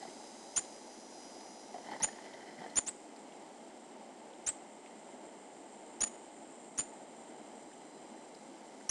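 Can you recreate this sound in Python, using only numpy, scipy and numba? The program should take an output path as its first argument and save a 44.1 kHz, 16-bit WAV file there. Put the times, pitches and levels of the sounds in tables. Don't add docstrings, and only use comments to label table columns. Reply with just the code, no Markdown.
import sys
import numpy as np
from scipy import signal
from scipy.fft import rfft, irfft
from scipy.io import wavfile
from numba import njit

SR = 44100
rng = np.random.default_rng(int(sys.argv[2]) if len(sys.argv) > 2 else 0)


def volts_from_db(level):
    exponent = np.asarray(level, float) / 20
    return 10 ** exponent


def master_out(mix):
    frames = np.transpose(np.atleast_2d(mix))
    ceiling = np.clip(frames, -1, 1)
    pcm = np.round(ceiling * 32767).astype(np.int16)
    wavfile.write(sys.argv[1], SR, pcm)


N = 392490
TIME = np.arange(N) / SR
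HZ = np.maximum(np.arange(N // 2 + 1) * SR / N, 1)


def in_time(rows):
    s, *columns = np.transpose(rows)
    return [np.interp(TIME, s, c) for c in columns]


def at_hz(points, hz):
    point_hz, point_db = np.array(points)[:, 0], np.array(points)[:, 1]
    return np.interp(np.log(hz), np.log(point_hz), point_db)


def rms_one(x):
    return x / np.sqrt(np.mean(x ** 2) + 1e-20)


def coloured(db_per_hz):
    spectrum = rfft(rng.standard_normal(N))
    return rms_one(irfft(spectrum * volts_from_db(db_per_hz), N))


def drift(rate_hz):
    return coloured(-20 * np.log10(1 + (HZ / rate_hz) ** 2))


def swell(top_s, half_s):
    return 1 / (1 + ((TIME - top_s) / half_s) ** 2) ** 1.4


def ring(clicks, modes):
    out = 0
    for hz, level_db, t60 in modes:
        radius = volts_from_db(-60 / (t60 * SR))
        angle = 2 * np.pi * hz / SR
        push = [0, volts_from_db(level_db) * np.sin(angle)]
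        out = out + signal.lfilter(push, [1, -2 * radius * np.cos(angle), radius ** 2], clicks + 1e-18)
    return out


def rubbed(at_s, peak_db, modes, t60, noise, out):
    t = TIME[:len(noise)]
    rub = noise * volts_from_db(-60 * t / t60) * np.clip(t / 0.0033, 0, 1)
    sound = ring(rub, modes)
    at = round(at_s * SR)
    return out + np.pad(volts_from_db(peak_db) * sound / abs(sound).max(), (at, N - at - len(t)))


# f [Hz], level [dB per Hz]
AIR = [(110, -37), (150, -13), (180, -12), (215, -1.5), (320, -0.5), (480, -5), (650, -3), (890, -3),
       (1010, -13), (1300, -18), (2300, -23.5), (3600, -27.5), (5500, -32), (8000, -33)]
# f [Hz], width [Hz], level [dB]
CAVITY = [(2078, 280, 7), (3086, 360, 6.5), (4051, 270, 3), (5022, 250, 5), (5953, 300, 4)]
AIR_DB = -54.5


def air():
    lift_db = sum(db / (1 + (2 * (HZ - hz) / width) ** 2) for hz, width, db in CAVITY)
    return volts_from_db(AIR_DB + .5 * drift(3.0)) * coloured(at_hz(AIR, HZ) + lift_db)


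# f [Hz], level [dB per Hz]
INSECTS = [(6600, -15), (7050, -5), (7420, 0.5), (7700, -2.5), (8000, -10.5)]
# t [s], level [dB]
INSECT_LEVEL = [
    (0.0, -66),
    (2.4, -69),
    (3.0, -64.5),
    (4.0, -66.5),
    (6.6, -61.5),
    (8.9, -66),
]


def insects():
    hiss = coloured(at_hz(INSECTS, HZ) - 30 * (HZ < 6400))
    return volts_from_db(in_time(INSECT_LEVEL)[0] + .8 * drift(30)) * hiss


# t [s], level [dB]
SINGING = [
    (0, -64),
    (1.5, -66),
    (2.2, -63),
    (2.9, -70.5),
    (6.8, -77.5),
    (8.0, -75),
    (8.9, -67.5),
]
# f [Hz], level [dB per Hz]
SHIMMER = [(2200, -20), (3500, -5), (5000, 0.5), (6500, -1), (7300, -2), (8000, -9)]
# f [Hz], level [dB]
FRONT_WIRES = [(3908, -72), (4016, -75), (4436, -77), (4710, -75), (4958, -70), (5060, -69), (5582, -80),
               (5922, -70), (6255, -78), (6368, -69), (6476, -73), (6767, -72), (7477, -73), (7811, -75)]
SIDE_WIRES = [(3908, -77), (4170, -76), (4958, -67), (5060, -72), (5475, -75), (5819, -69), (6002, -70.5),
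              (6105, -76), (6519, -73), (6928, -73)]
FAR_WIRES = [(3984, -81), (4091, -82), (4840, -81), (5120, -83), (5862, -86), (5975, -79)]
# t of the peak [s], half-length [s], level [dB]
SHAKES = [
    (.3, .9, 1.0),
    (1.3, .8, 2.0),
    (8.0, .9, 0.6),
]
HUM_HZ, HUM_DB, HUM_S, HUM_HALF_S = 152.8, -75, 7.5, 1.5
FLUTTER_DB, FLUTTER_PER_S = 2.5, 20.0


def mesh():
    out = volts_from_db(in_time(SINGING)[0]) * coloured(at_hz(SHIMMER, HZ) - 40 * (HZ < 2000))
    out += volts_from_db(HUM_DB) * swell(HUM_S, HUM_HALF_S) * np.sin(2 * np.pi * HUM_HZ * TIME)
    for wires, (top_s, half_s, level_db) in zip((FRONT_WIRES, SIDE_WIRES, FAR_WIRES), SHAKES):
        shake = volts_from_db(level_db) * swell(top_s, half_s)
        for (hz, db), chance in zip(wires, rng.standard_normal((len(wires), 200))):
            beat, steps = TIME * FLUTTER_PER_S, np.arange(len(chance))
            flutter = np.interp(beat, steps, volts_from_db(db + FLUTTER_DB * chance))
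            wander = np.interp(beat, steps, .45 * np.cumsum(chance[::-1]))
            out += shake * flutter * np.sin(2 * np.pi * hz * TIME + wander)
    return out


# t [s], peak level [dB], centre f [Hz], length [s]
TICKS = [(0.025, -52, 3900, .06), (0.096, -55.5, 3000, .03), (.272, -52, 5250, .035),
         (.647, -54, 3980, .02), (1.405, -55, 4000, .051), (1.912, -52, 4485, .035),
         (1.997, -47, 5355, .07), (2.005, -49, 4103, .04), (2.241, -54.5, 2911, .054),
         (2.334, -52.5, 3115, .029), (2.625, -57, 3090, .037), (2.697, -52.5, 4363, .041),
         (3.161, -55, 4770, .039), (3.32, -55.5, 3290, .023), (4.333, -53.5, 3600, .014),
         (4.858, -49.5, 2330, .072), (7.714, -53.5, 1917, .03), (7.728, -58, 3120, .051),
         (8.174, -56, 2005, .02), (8.348, -50.5, 4860, .011), (8.807, -53.5, 1800, .023)]
TICK_RING_S = .004


def ticks():
    out, rubs = 0, rng.standard_normal((len(TICKS), SR // 12))
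    for (s, peak_db, hz, t60), rub in zip(TICKS, rubs):
        out = rubbed(s, peak_db + .6, [(hz, 0, TICK_RING_S)], t60, rub, out)
    return out


# t [s], hollow level [dB], hollow f [Hz], wall level [dB]
KNOCKS = [(0.023, -39, 802, -54), (0.05, -38.5, 743, -58), (0.073, -43, 336, -54), (1.742, -32, 713, -55),
          (1.757, -33.5, 702, -60), (1.779, -38.5, 704, -57.5), (1.859, -42.5, 718, -55.5),
          (1.885, -35.5, 808, -52), (1.914, -33, 825, -52), (1.92, -37.5, 253, -49),
          (1.931, -35.5, 900, -44), (1.945, -39, 602, -46), (1.959, -38, 826, -49.5),
          (2.0, -35, 898, -45.5), (2.011, -36, 202, -41), (2.037, -32, 876, -45), (2.084, -40, 767, -44.5),
          (2.157, -41.5, 722, -51), (2.183, -43, 872, -49.5), (2.259, -44, 640, -51),
          (2.337, -43, 645, -52), (2.585, -42.5, 250, -49.5), (2.615, -38.5, 727, -52),
          (2.639, -40.5, 764, -48.5), (2.66, -38, 709, -52)]
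RUB_T60_S, WALL_HZ, WALL_SPREAD = .036, 1898, .05


def knocks():
    out, rubs = 0, rng.standard_normal((len(KNOCKS), 2, SR // 12))
    spots = rng.standard_normal(len(KNOCKS))
    for (s, hollow_db, hollow_hz, wall_db), rub, spot in zip(KNOCKS, rubs, spots):
        out = rubbed(s, hollow_db - 3, [(hollow_hz, 0, .035)], RUB_T60_S, rub[0], out)
        wall_hz = WALL_HZ * (1 + WALL_SPREAD * spot)
        wall = [(wall_hz, 0, .015), (wall_hz * 1.6, -9, .004), (wall_hz * 0.63, -11, .005)]
        out = rubbed(s, wall_db + 1.0, wall, RUB_T60_S, rub[1], out)
    return out


# f [Hz], level [dB], t60 [s]
BALL = [(239, -6, .03), (375.7, -8, .03), (640, -1.5, .03), (759, -1.5, .03), (882, 1, .03)]
SHELL = [(1279, -9, .012), (1610, -3, .02), (1800, -2, .025), (1945, -3, .025), (3080, -7, .012),
         (4276, -9, .01)]
OVERTONES = [(1984, 0.67, .03), (3073, -5, .02), (4082, -5.5, .015), (5053, -5.5, .015)]
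# t [s], length [s], level [dB]
BRUSH = [
    (0, .01, -56),
    (1.74, .06, -65),
    (1.87, .09, -54),
    (2.03, .05, -55.5),
    (2.1, .43, -59.5),
    (2.6, .07, -56),
]
STROKE_IN_DB_PER_S, STROKE_OUT_DB_PER_S = 250, 120


def brush():
    sizes = volts_from_db(2.5 * np.minimum(rng.exponential(1, N), 5)) * rng.choice([-1, 1], N)
    grains_per_s = 1400 * volts_from_db(3 * drift(25))
    grains = sizes * (rng.random(N) < grains_per_s / SR)
    body = ring(grains, BALL) + volts_from_db(-0.7) * ring(grains, SHELL) + ring(grains, OVERTONES)
    body = body + volts_from_db(7) * np.diff(grains, prepend=0)
    strokes = []
    for s, length, db in BRUSH:
        before, after = np.maximum(s - TIME, 0), np.maximum(TIME - s - length, 0)
        strokes.append(db - STROKE_IN_DB_PER_S * before - STROKE_OUT_DB_PER_S * after)
    return volts_from_db(np.max(strokes, axis=0)) * rms_one(body)


def cage(t60, late_t60, late_db):
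    t = TIME[:SR // 3]
    decay = volts_from_db(-60 * t / t60) + volts_from_db(late_db - 60 * t / late_t60)
    tail = rng.standard_normal(len(t)) * decay * np.clip(t / 0.0044, 0, 1)
    return tail / np.sqrt(np.sum(tail ** 2))


ATTACK_MS, START_BELOW_DB, RELEASE_DB_PER_MS = 1.8, 13, 2.5
WOBBLE_HZ, TREMOR_DB = 15, 1.73


def whistle(ms, pitch, effort, wobble):
    (first_hz, last_hz, rise_ms), (level_db, growth_ms, length_ms) = pitch, effort
    ms = np.maximum(ms, 0)
    wobble_ms = 2 * np.arange(len(wobble))
    turns = (last_hz * ms + (last_hz - first_hz) * rise_ms * np.exp(-ms / rise_ms)) / 1000
    turns = turns + WOBBLE_HZ * np.interp(ms, wobble_ms, np.cumsum(wobble)) / 500
    shape_db = -START_BELOW_DB * np.exp(-ms / growth_ms)
    shape_db = shape_db - RELEASE_DB_PER_MS * np.maximum(ms - length_ms, 0)
    shape_db = shape_db + TREMOR_DB * np.interp(ms, wobble_ms, wobble[::-1])
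    attack = np.clip(ms / ATTACK_MS, 0, 1)
    return volts_from_db(level_db - 1.27 + shape_db) * attack * np.sin(2 * np.pi * turns)


# t [s], first f [Hz], last f [Hz], rise time [ms]
CHIRPS = [
    (0.56, 5088, 7194, 6.23),
    (2.0205, 5304, 7215, 11.86),
    (2.756, 5383, 7164, 9.26),
    (2.863, 5209, 8543, 16.85),
    (4.463, 5359, 7888, 11.12),
    (6.0052, 5091, 6982, 4.93),
    (6.7755, 5209, 7111, 5.41),
    (8.8915, 5180, 7119, 6.49),
]
# level [dB], growth [ms], length [ms], ball echo lag [ms], wall echo lag [ms]
EFFORT = [
    (-31.5, 1.04, 25.12, 3.41, 9.97),
    (-24.5, 21.49, 27.07, 0.6, 9.31),
    (-27, 18.29, 33.76, 0.72, 6.97),
    (-35.5, 10.47, 25.98, 2.9, 7.24),
    (-34.5, 2.05, 33.44, 3.93, 9.17),
    (-23, 24.95, 36.17, 3.51, 7.16),
    (-33, 5.85, 33.69, 1.74, 9.99),
    (-21, 9.06, 36.21, 1.02, 5.16),
]
BALL_ECHO_DB, WALL_ECHO_DB, BARS_DB, CAGE_DB = -4, -6.5, -11.5, -11.5


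def chirps():
    out, ms = np.zeros(N + SR), 1000 * TIME[:SR // 10]
    for (start, *pitch), (*effort, ball_ms, wall_ms) in zip(CHIRPS, EFFORT):
        wobble = rng.standard_normal(50)
        direct, ball_echo, wall = (whistle(ms - lag, pitch, effort, wobble) for lag in (0, ball_ms, wall_ms))
        near = volts_from_db(BARS_DB) * signal.fftconvolve(direct, cage(t60=.035, late_t60=.05, late_db=-40))
        far = volts_from_db(CAGE_DB) * signal.fftconvolve(direct, cage(t60=.2, late_t60=.55, late_db=-15))
        at = round(start * SR)
        out[at:at + len(ms)] += direct + volts_from_db(BALL_ECHO_DB) * ball_echo + volts_from_db(WALL_ECHO_DB) * wall
        out[at:at + len(far)] += near + far
    return out[:N]


def scene():
    background = air() + insects() + mesh()
    return (background + ticks() + knocks() + brush() + chirps())[None]


@njit
def four_bit_steps(x, growth, least):
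    out, last, step = np.empty_like(x), 0., least
    for i in range(len(x)):
        code = min(int(4 * abs(x[i] - last) / step), 7)
        last += np.sign(x[i] - last) * (code + .5) * step / 4
        step = max(step * growth[code], least)
        out[i] = last
    return out


def top_cut(x):
    return signal.sosfilt(signal.butter(12, 12480, fs=SR, output="sos"), x)


# f [Hz], level [dB]
DROOP = [(2000, 0.5), (5000, -3), (7000, -7), (8000, -9)]
# f [Hz], level [dB]
PLAYBACK = [(7900, 2), (8250, 2.5), (8650, -2), (9050, -2.5), (9850, -5.5), (10650, -10.5), (11050, -15.5),
            (11450, -17), (11850, -27), (12250, -31), (13000, -48), (16000, -60)]
PICKUP_RATE = 16000


def record(dry):
    cut = signal.sosfilt(signal.butter(6, 150, "high", fs=SR, output="sos"), dry[0])
    size = N * PICKUP_RATE // SR
    droop = volts_from_db(at_hz(DROOP, HZ[:size // 2 + 1]))
    slow = irfft(rfft(cut)[:size // 2 + 1] / droop, size)
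    growth = 1.1 ** np.array([-1, -1, -1, -1, 2, 4, 6, 8.])
    base = rfft(four_bit_steps(slow, growth, least=0.00018)) * droop
    mirrored = np.concatenate([base, np.conj(base[-2::-1]), np.zeros(len(HZ))])[:len(HZ)]
    played = irfft(mirrored * volts_from_db(at_hz(PLAYBACK, HZ)), N)
    return top_cut(played[None])


dry = scene()
out = record(dry)
master_out(out)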